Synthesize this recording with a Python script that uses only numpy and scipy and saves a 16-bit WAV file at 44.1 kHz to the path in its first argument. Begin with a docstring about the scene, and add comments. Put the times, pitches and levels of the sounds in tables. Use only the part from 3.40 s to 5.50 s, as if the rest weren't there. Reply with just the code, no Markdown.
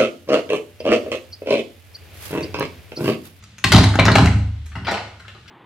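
"""A hollow plastic toy rifle is dropped on others in a big plastic crate, clatters, bounces and settles; then the
next one is lifted from a pile beside it. Each knock is a short chatter of contacts that rings the thin shells.
Each landing is a smooth push that booms in the crate walls. A small bare room rings behind, over a low wavering
hum and faint air noise. A close stereo microphone flattens the loudest peaks."""
import sys
import numpy as np
from scipy import signal
from scipy.fft import rfft, irfft
from scipy.io import wavfile

SR = 44100
rng = np.random.default_rng(int(sys.argv[2]) if len(sys.argv) > 2 else 0)


def digitize_waveform(pressure):
    """Quantize a signal to 16-bit integers and store it at the path in sys.argv[1].

    Rows of a 2-D input are taken as channels; values are limited to [-1, 1].
    """
    field = np.atleast_2d(pressure).T
    bounded = np.clip(field, -1, 1)
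    quanta = np.round(bounded * 32767).astype(np.int16)
    wavfile.write(sys.argv[1], SR, quanta)


N = 92610  # samples, 2.1 s


def undb(db):
    """Turn decibels into a plain gain."""
    return 10 ** (np.asarray(db) / 20)


def level(x, db):
    """Scale a sound to an rms level in dB."""
    return x * undb(db) / np.sqrt(np.mean(x ** 2))


def ring(hz, gain, t60, length_s):
    """Sum of sine modes after one tap; each falls by 60 dB in its own t60 (seconds)."""
    t = np.arange(int(length_s * SR))[:, None] / SR
    modes = np.sin(2 * np.pi * hz * t) * np.exp(-np.log(1000) * t / t60)
    return modes @ gain


def add(out, x, start_s):
    """Mix x into out from a start time, cutting what runs past the end."""
    i = int(start_s * SR)
    out[..., i:i + x.shape[-1]] += x[..., :N - i]


def toy_knocks():
    """The toy clatters on the others in the crate: quick, tight chatters of contacts."""
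    # One row per knock: start_s, middle_ring_db, low_ring_db, high_ring_db, middle_pitch_hz (dB are relative)
    crate_hits = [(0.0254, -40.5, -81, -46, 2370), (0.0374, -36.5, -75, -33, 4800),
                  (0.0995, -52, -67, -63, 2700), (0.1822, -30, -85, -27.5, 2365),
                  (0.2404, -5, -12.5, -5, 3950), (0.2445, -8.5, -21, -26, 2170),
                  (0.3196, 1.5, -13, -4, 4190), (0.3345, -5.5, -9, -14, 4260), (0.346, -3, -3.5, -35, 3000),
                  (0.3595, -6, -1.5, -21, 4270), (0.3832, -7, -13.5, -15.5, 1536),
                  (0.4387, -8.5, -22.5, -14, 2070), (0.5396, -19, -43, -35, 1560),
                  (0.5541, -16.5, -10, -19, 1290), (0.5885, -4.5, -2.5, -34, 1010),
                  (0.5945, -3, -8, -11, 2170), (0.6532, -10.5, -11, -12, 2900),
                  (0.6625, -9, -16.5, -31, 1600), (0.6816, -2, -4, -35, 1420),
                  (0.716, -9.5, -25, -16.5, 4440), (0.7542, -1, -8, -11, 3130),
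                  (0.7585, -8, -10.5, -11.5, 1650), (0.7824, -11, -1, -38, 1520),
                  (0.8568, -14.5, -19.5, -15, 1440), (0.8712, -13.5, -56, -29, 2130)]
    return knocks(crate_hits, rise_s=.0006, decay_s=0.0046, main_contact=1.25, pan_db=2)


def pile_knocks():
    """The next toy is lifted from the pile: its contacts build up and die away more slowly."""
    # One row per knock: start_s, middle_ring_db, low_ring_db, high_ring_db, middle_pitch_hz (dB are relative)
    pile_hits = [(1.2563, -35.5, -64, -36, 2023), (1.3156, -34.5, -58, -97, 1480),
                 (1.352, -24, -27.5, -34.5, 1490), (1.4463, -25, -27, -40, 1800),
                 (1.4665, -14, -29, -35, 1490), (1.478, -13.5, -12, -32, 970),
                 (1.5103, -15.5, -8.5, -20, 867), (1.5395, -21, -27.5, -52, 2800),
                 (1.569, -17, -45, -40, 990), (1.7946, -34, -77, -43, 2050), (1.8482, -36, -62, -55, 1420),
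                 (1.8786, -30.5, -50.5, -42, 1330), (1.9444, -40.5, -39, -69, 1180),
                 (2.0566, -38.5, -74, -67, 1370), (2.0768, -33, -71, -44, 1790)]
    return knocks(pile_hits, rise_s=0.0033, decay_s=0.01, main_contact=0.79, pan_db=3)


def knocks(table, rise_s, decay_s, main_contact, pan_db):
    """Each knock rings the shells with fresh mode strengths; pan_db is left minus right."""
    out = np.zeros((2, N))
    for start_s, mid_db, low_db, high_db, mid_hz in table:
        hz, db, t60 = shell_modes(mid_db, low_db, high_db, mid_hz)
        sides = shell_ring(hz, db, t60)
        taps = chatter(rise_s, decay_s, main_contact)
        knock = signal.fftconvolve(sides, taps[None])
        add(out, knock * undb([[pan_db / 2], [-pan_db / 2]]), start_s)
    return out


def shell_modes(mid_db, low_db, high_db, mid_hz):
    """A thin shell has a few main modes and many fine ones; higher modes die sooner."""
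    # Pitches of the main shell modes: pitch_hz
    shell_hz = np.array(np.array([540, 750, 990, 1290, 1500, 2150, 2850, 3950, 4330]))
    fine_modes, fine_db, fine_top_fall_db = 220, -1, -11.5  # count; dB; dB per octave above high_hz
    shell_t60_s, fine_t60_s = .025, 0.013  # at 1 kHz
    low_hz, middle_hz, high_hz = 600, np.array([1400, 4400]), 6500
    tilt_db = 2  # fall per octave away from the middle pitch
    peak_db, peak_octaves = 8, .12  # modes near the middle pitch stand out

    # Fine modes are spread evenly in octaves from 200 Hz to 15 kHz, one at random in each slot
    slots = (np.arange(fine_modes) + rng.random(fine_modes)) / fine_modes
    fine_hz = 200 * (15000 / 200) ** slots
    main_hz = shell_hz * (1 + .015 * rng.standard_normal(len(shell_hz)))
    hz = np.r_[main_hz, fine_hz]

    octaves_above = np.log2(np.maximum(fine_hz / high_hz, 1))
    db = np.r_[0 * shell_hz, fine_db + fine_top_fall_db * octaves_above]
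    middle_db = mid_db - tilt_db * np.abs(np.log2(middle_hz / mid_hz))
    curve_hz = [low_hz / 2, low_hz, *middle_hz, high_hz]
    curve_db = [low_db - 7.5, low_db, *middle_db, high_db]
    db = db + np.interp(np.log(hz), np.log(curve_hz), curve_db)
    db = db + peak_db * np.exp(-(np.log2(hz / mid_hz) / peak_octaves) ** 2)

    t60 = np.r_[np.full(len(shell_hz), shell_t60_s), np.full(fine_modes, fine_t60_s)]
    return hz, db, t60 * (1000 / hz) ** .4


def shell_ring(hz, db, t60):
    """Each mode gets a random strength and sign, and reaches left and right in its own proportion."""
    # How the left microphone port differs from the right: pitch_hz, left_minus_right_db
    ports = np.array([(1000, -1.5), (2500, 3), (5000, 1), (9000, -9.5)])
    scatter_db = 2
    wide_hz = 8000  # left and right differ more and more toward and above this pitch

    size, way, sign = rng.standard_normal((3, len(hz)))
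    gain = undb(db + scatter_db * size - 13) * np.sign(sign)
    share = np.tanh(way) * hz / (hz + wide_hz)
    port_db = np.interp(np.log(hz), np.log(ports[:, 0]), ports[:, 1])
    share = share + np.tanh(np.log(undb(port_db)) / 2)  # dB difference as a left/right share
    sides = ring(hz, np.array([gain * (1 + share), gain * (1 - share)]).T, t60, .05).T
    # The blow sets the energy, however the modes happen to add up
    energy = np.sum(gain ** 2 * t60) * SR / np.log(1e6)
    return sides * np.sqrt(energy / np.sum(sides ** 2))


def chatter(rise_s, decay_s, main_contact):
    """Random contacts swell and die away, then loose parts shake on, a few ticks standing out."""
    contacts_per_s = 3000
    rattle, rattle_s, rattle_spread_db = 0.17, 0.043, 3.5  # gain, decay, spread of the ticks

    t = np.arange(5000) / SR
    rise = 1 - np.exp(-(t + 1 / SR) / rise_s)
    tick_size = undb(rattle_spread_db * (rng.exponential(size=len(t)) - 2))
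    loose_parts = rattle * np.exp(-t / rattle_s) * tick_size
    shape = rise * (np.exp(-t / decay_s) + loose_parts)
    hits = rng.random(len(t)) < contacts_per_s / SR
    taps = hits * rng.standard_normal(len(t)) * shape
    taps[int(rise_s * SR)] = main_contact  # one sure contact, relative to the random ones
    return taps / np.sqrt(np.sum(taps ** 2))


def crate():
    """Each landing is a smooth push on the walls and floor boards; a longer push sounds duller."""
    # Landings felt by the crate and the floor: start_s, level_db (relative), push_length_s
    thuds = [(.241, -16, 0.0051), (0.292, -19, 0.0031), (0.332, -3.5, 0.0022), (0.404, -9.5, 0.0021),
             (0.549, -21.5, 0.0052), (0.59, -13.5, 0.001), (.655, -13, 0.0033), (0.701, -11, 0.0028),
             (0.759, -11.5, 0.00051), (.785, -11, 0.00273), (0.809, -8.5, 0.0025), (0.875, -21.5, 0.00096),
             (0.943, -14, 0.0055), (1.191, -21.5, 0.012), (1.353, -29.5, 0.0022), (1.404, -30.5, 0.0025)]
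    # Modes of the crate walls and floor boards: pitch_hz, level_db (relative), t60_s
    wall_modes = [(49.4, -11, 0.87), (75.23, -5, 0.99), (85, -7.5, 0.27), (102.36, 2, 0.54),
                  (129.6, -2.5, 0.49), (148.7, -8.5, 0.25), (166.9, 2.5, 0.15), (197.3, -3.5, 0.25),
                  (229.6, -7, 0.27), (260.7, -5, 0.34), (295.1, -9, 0.37), (333, -13.5, 0.12),
                  (391.2, -9.5, 0.16)]

    force = np.zeros(N)
    for start_s, push_db, length_s in thuds:
        push = np.hanning(max(int(length_s * SR), 8))
        add(force, undb(push_db) * push / push.sum(), start_s)
    hz, db, t60 = np.array(wall_modes).T
    gain = undb(db - 2.5) * (-1) ** np.arange(len(hz))  # neighbouring modes have opposite signs
    return signal.fftconvolve(force, ring(hz, gain, t60, 0.81))[:N]


def room(x):
    """Dense echoes: noise in octave bands, each dying at its own rate; left and right part in the treble."""
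    t60_at_1khz_s, damp = 0.52, 0.009  # damp: t60 falls as this power of pitch
    wide_hz, rise_s = 1420, 0.00063

    t, tail = np.arange(SR) / SR, 0
    for hz in 60 * 2. ** np.arange(8):
        edges = signal.butter(2, [hz / 2 ** .5, hz * 2 ** .5], "band", fs=SR, output="sos")
        mid, side = signal.sosfilt(edges, rng.standard_normal((2, SR)))
        t60 = t60_at_1khz_s * (1000 / hz) ** damp
        pair = mid + side * hz / (hz + wide_hz) * np.array([[1], [-1]])
        # Dividing by the decay's own size keeps long and short tails equally strong
        tail = tail + pair * np.exp(-np.log(1000) * t / t60) / np.sqrt(t60 * SR / np.log(1e6))
    tail = tail * (1 - np.exp(-t / rise_s))
    return signal.fftconvolve(tail, x[None])[:, :N]


def hum():
    """Low hum, alike on both sides: narrow bands of noise, which waver like unsteady tones."""
    # Bands of the hum: pitch_hz, level_db (rms)
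    hum_bands = [(70.0, -53), (102.3, -46.5), (177.6, -67.5), (209.9, -61)]
    return sum(undb(db) * band(hz, width_hz=9) for hz, db in hum_bands)


def band(hz, width_hz):
    """Noise through one resonance at rms 1, leaving out the filter's start-up."""
    b, a = signal.iirpeak(hz, hz / width_hz, fs=SR)
    return level(signal.lfilter(b, a, rng.standard_normal(2 * N))[N:], 0)


def room_air():
    """Faint steady noise, shaped in pitch and partly different on the two sides."""
    # Colour of the air noise: pitch_hz, level_db (relative)
    air_hz, air_db = np.array([(150, -37), (250, -44), (1250, 5), (1760, 8.5), (2570, 8), (3320, 9),
                               (15000, -18.5)]).T
    f = np.maximum(np.fft.rfftfreq(N, 1 / SR), 1)
    shape = undb(np.interp(np.log(f), np.log(air_hz), air_db, left=-40))
    mid, side = irfft(rfft(rng.standard_normal((2, N))) * shape, N)
    return level(mid + 0.79 * side * np.array([[1], [-1]]), -55)


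def scene():
    """Toys, crate boom and pile, each sent to the room at its own level, over hum and air."""
    room_db, pile_room_db, crate_room_db = -4, -1, -3.5
    toys, pile, boom = toy_knocks(), pile_knocks(), crate()
    feed = undb(room_db) * toys.mean(axis=0) + undb(pile_room_db) * pile.mean(axis=0)
    feed = feed + undb(crate_room_db) * boom
    out = toys + pile + boom + room(feed) + hum() + room_air()
    return np.array([np.roll(out[0], 1), out[1]])  # left lags by one sample


def record(dry):
    """The microphone drops the deepest bass, the loudest peaks flatten at a ceiling and the top is cut."""
    bass_cut_hz, ceiling, top_hz = 48, .97, 15300
    x = signal.sosfilt(signal.butter(2, bass_cut_hz, "high", fs=SR, output="sos"), dry)
    soft = x / (1 + np.abs(x / ceiling) ** 8) ** (1 / 8)
    return signal.sosfilt(signal.ellip(10, .2, 80, top_hz, fs=SR, output="sos"), soft)


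dry = scene()
out = record(dry)
digitize_waveform(out)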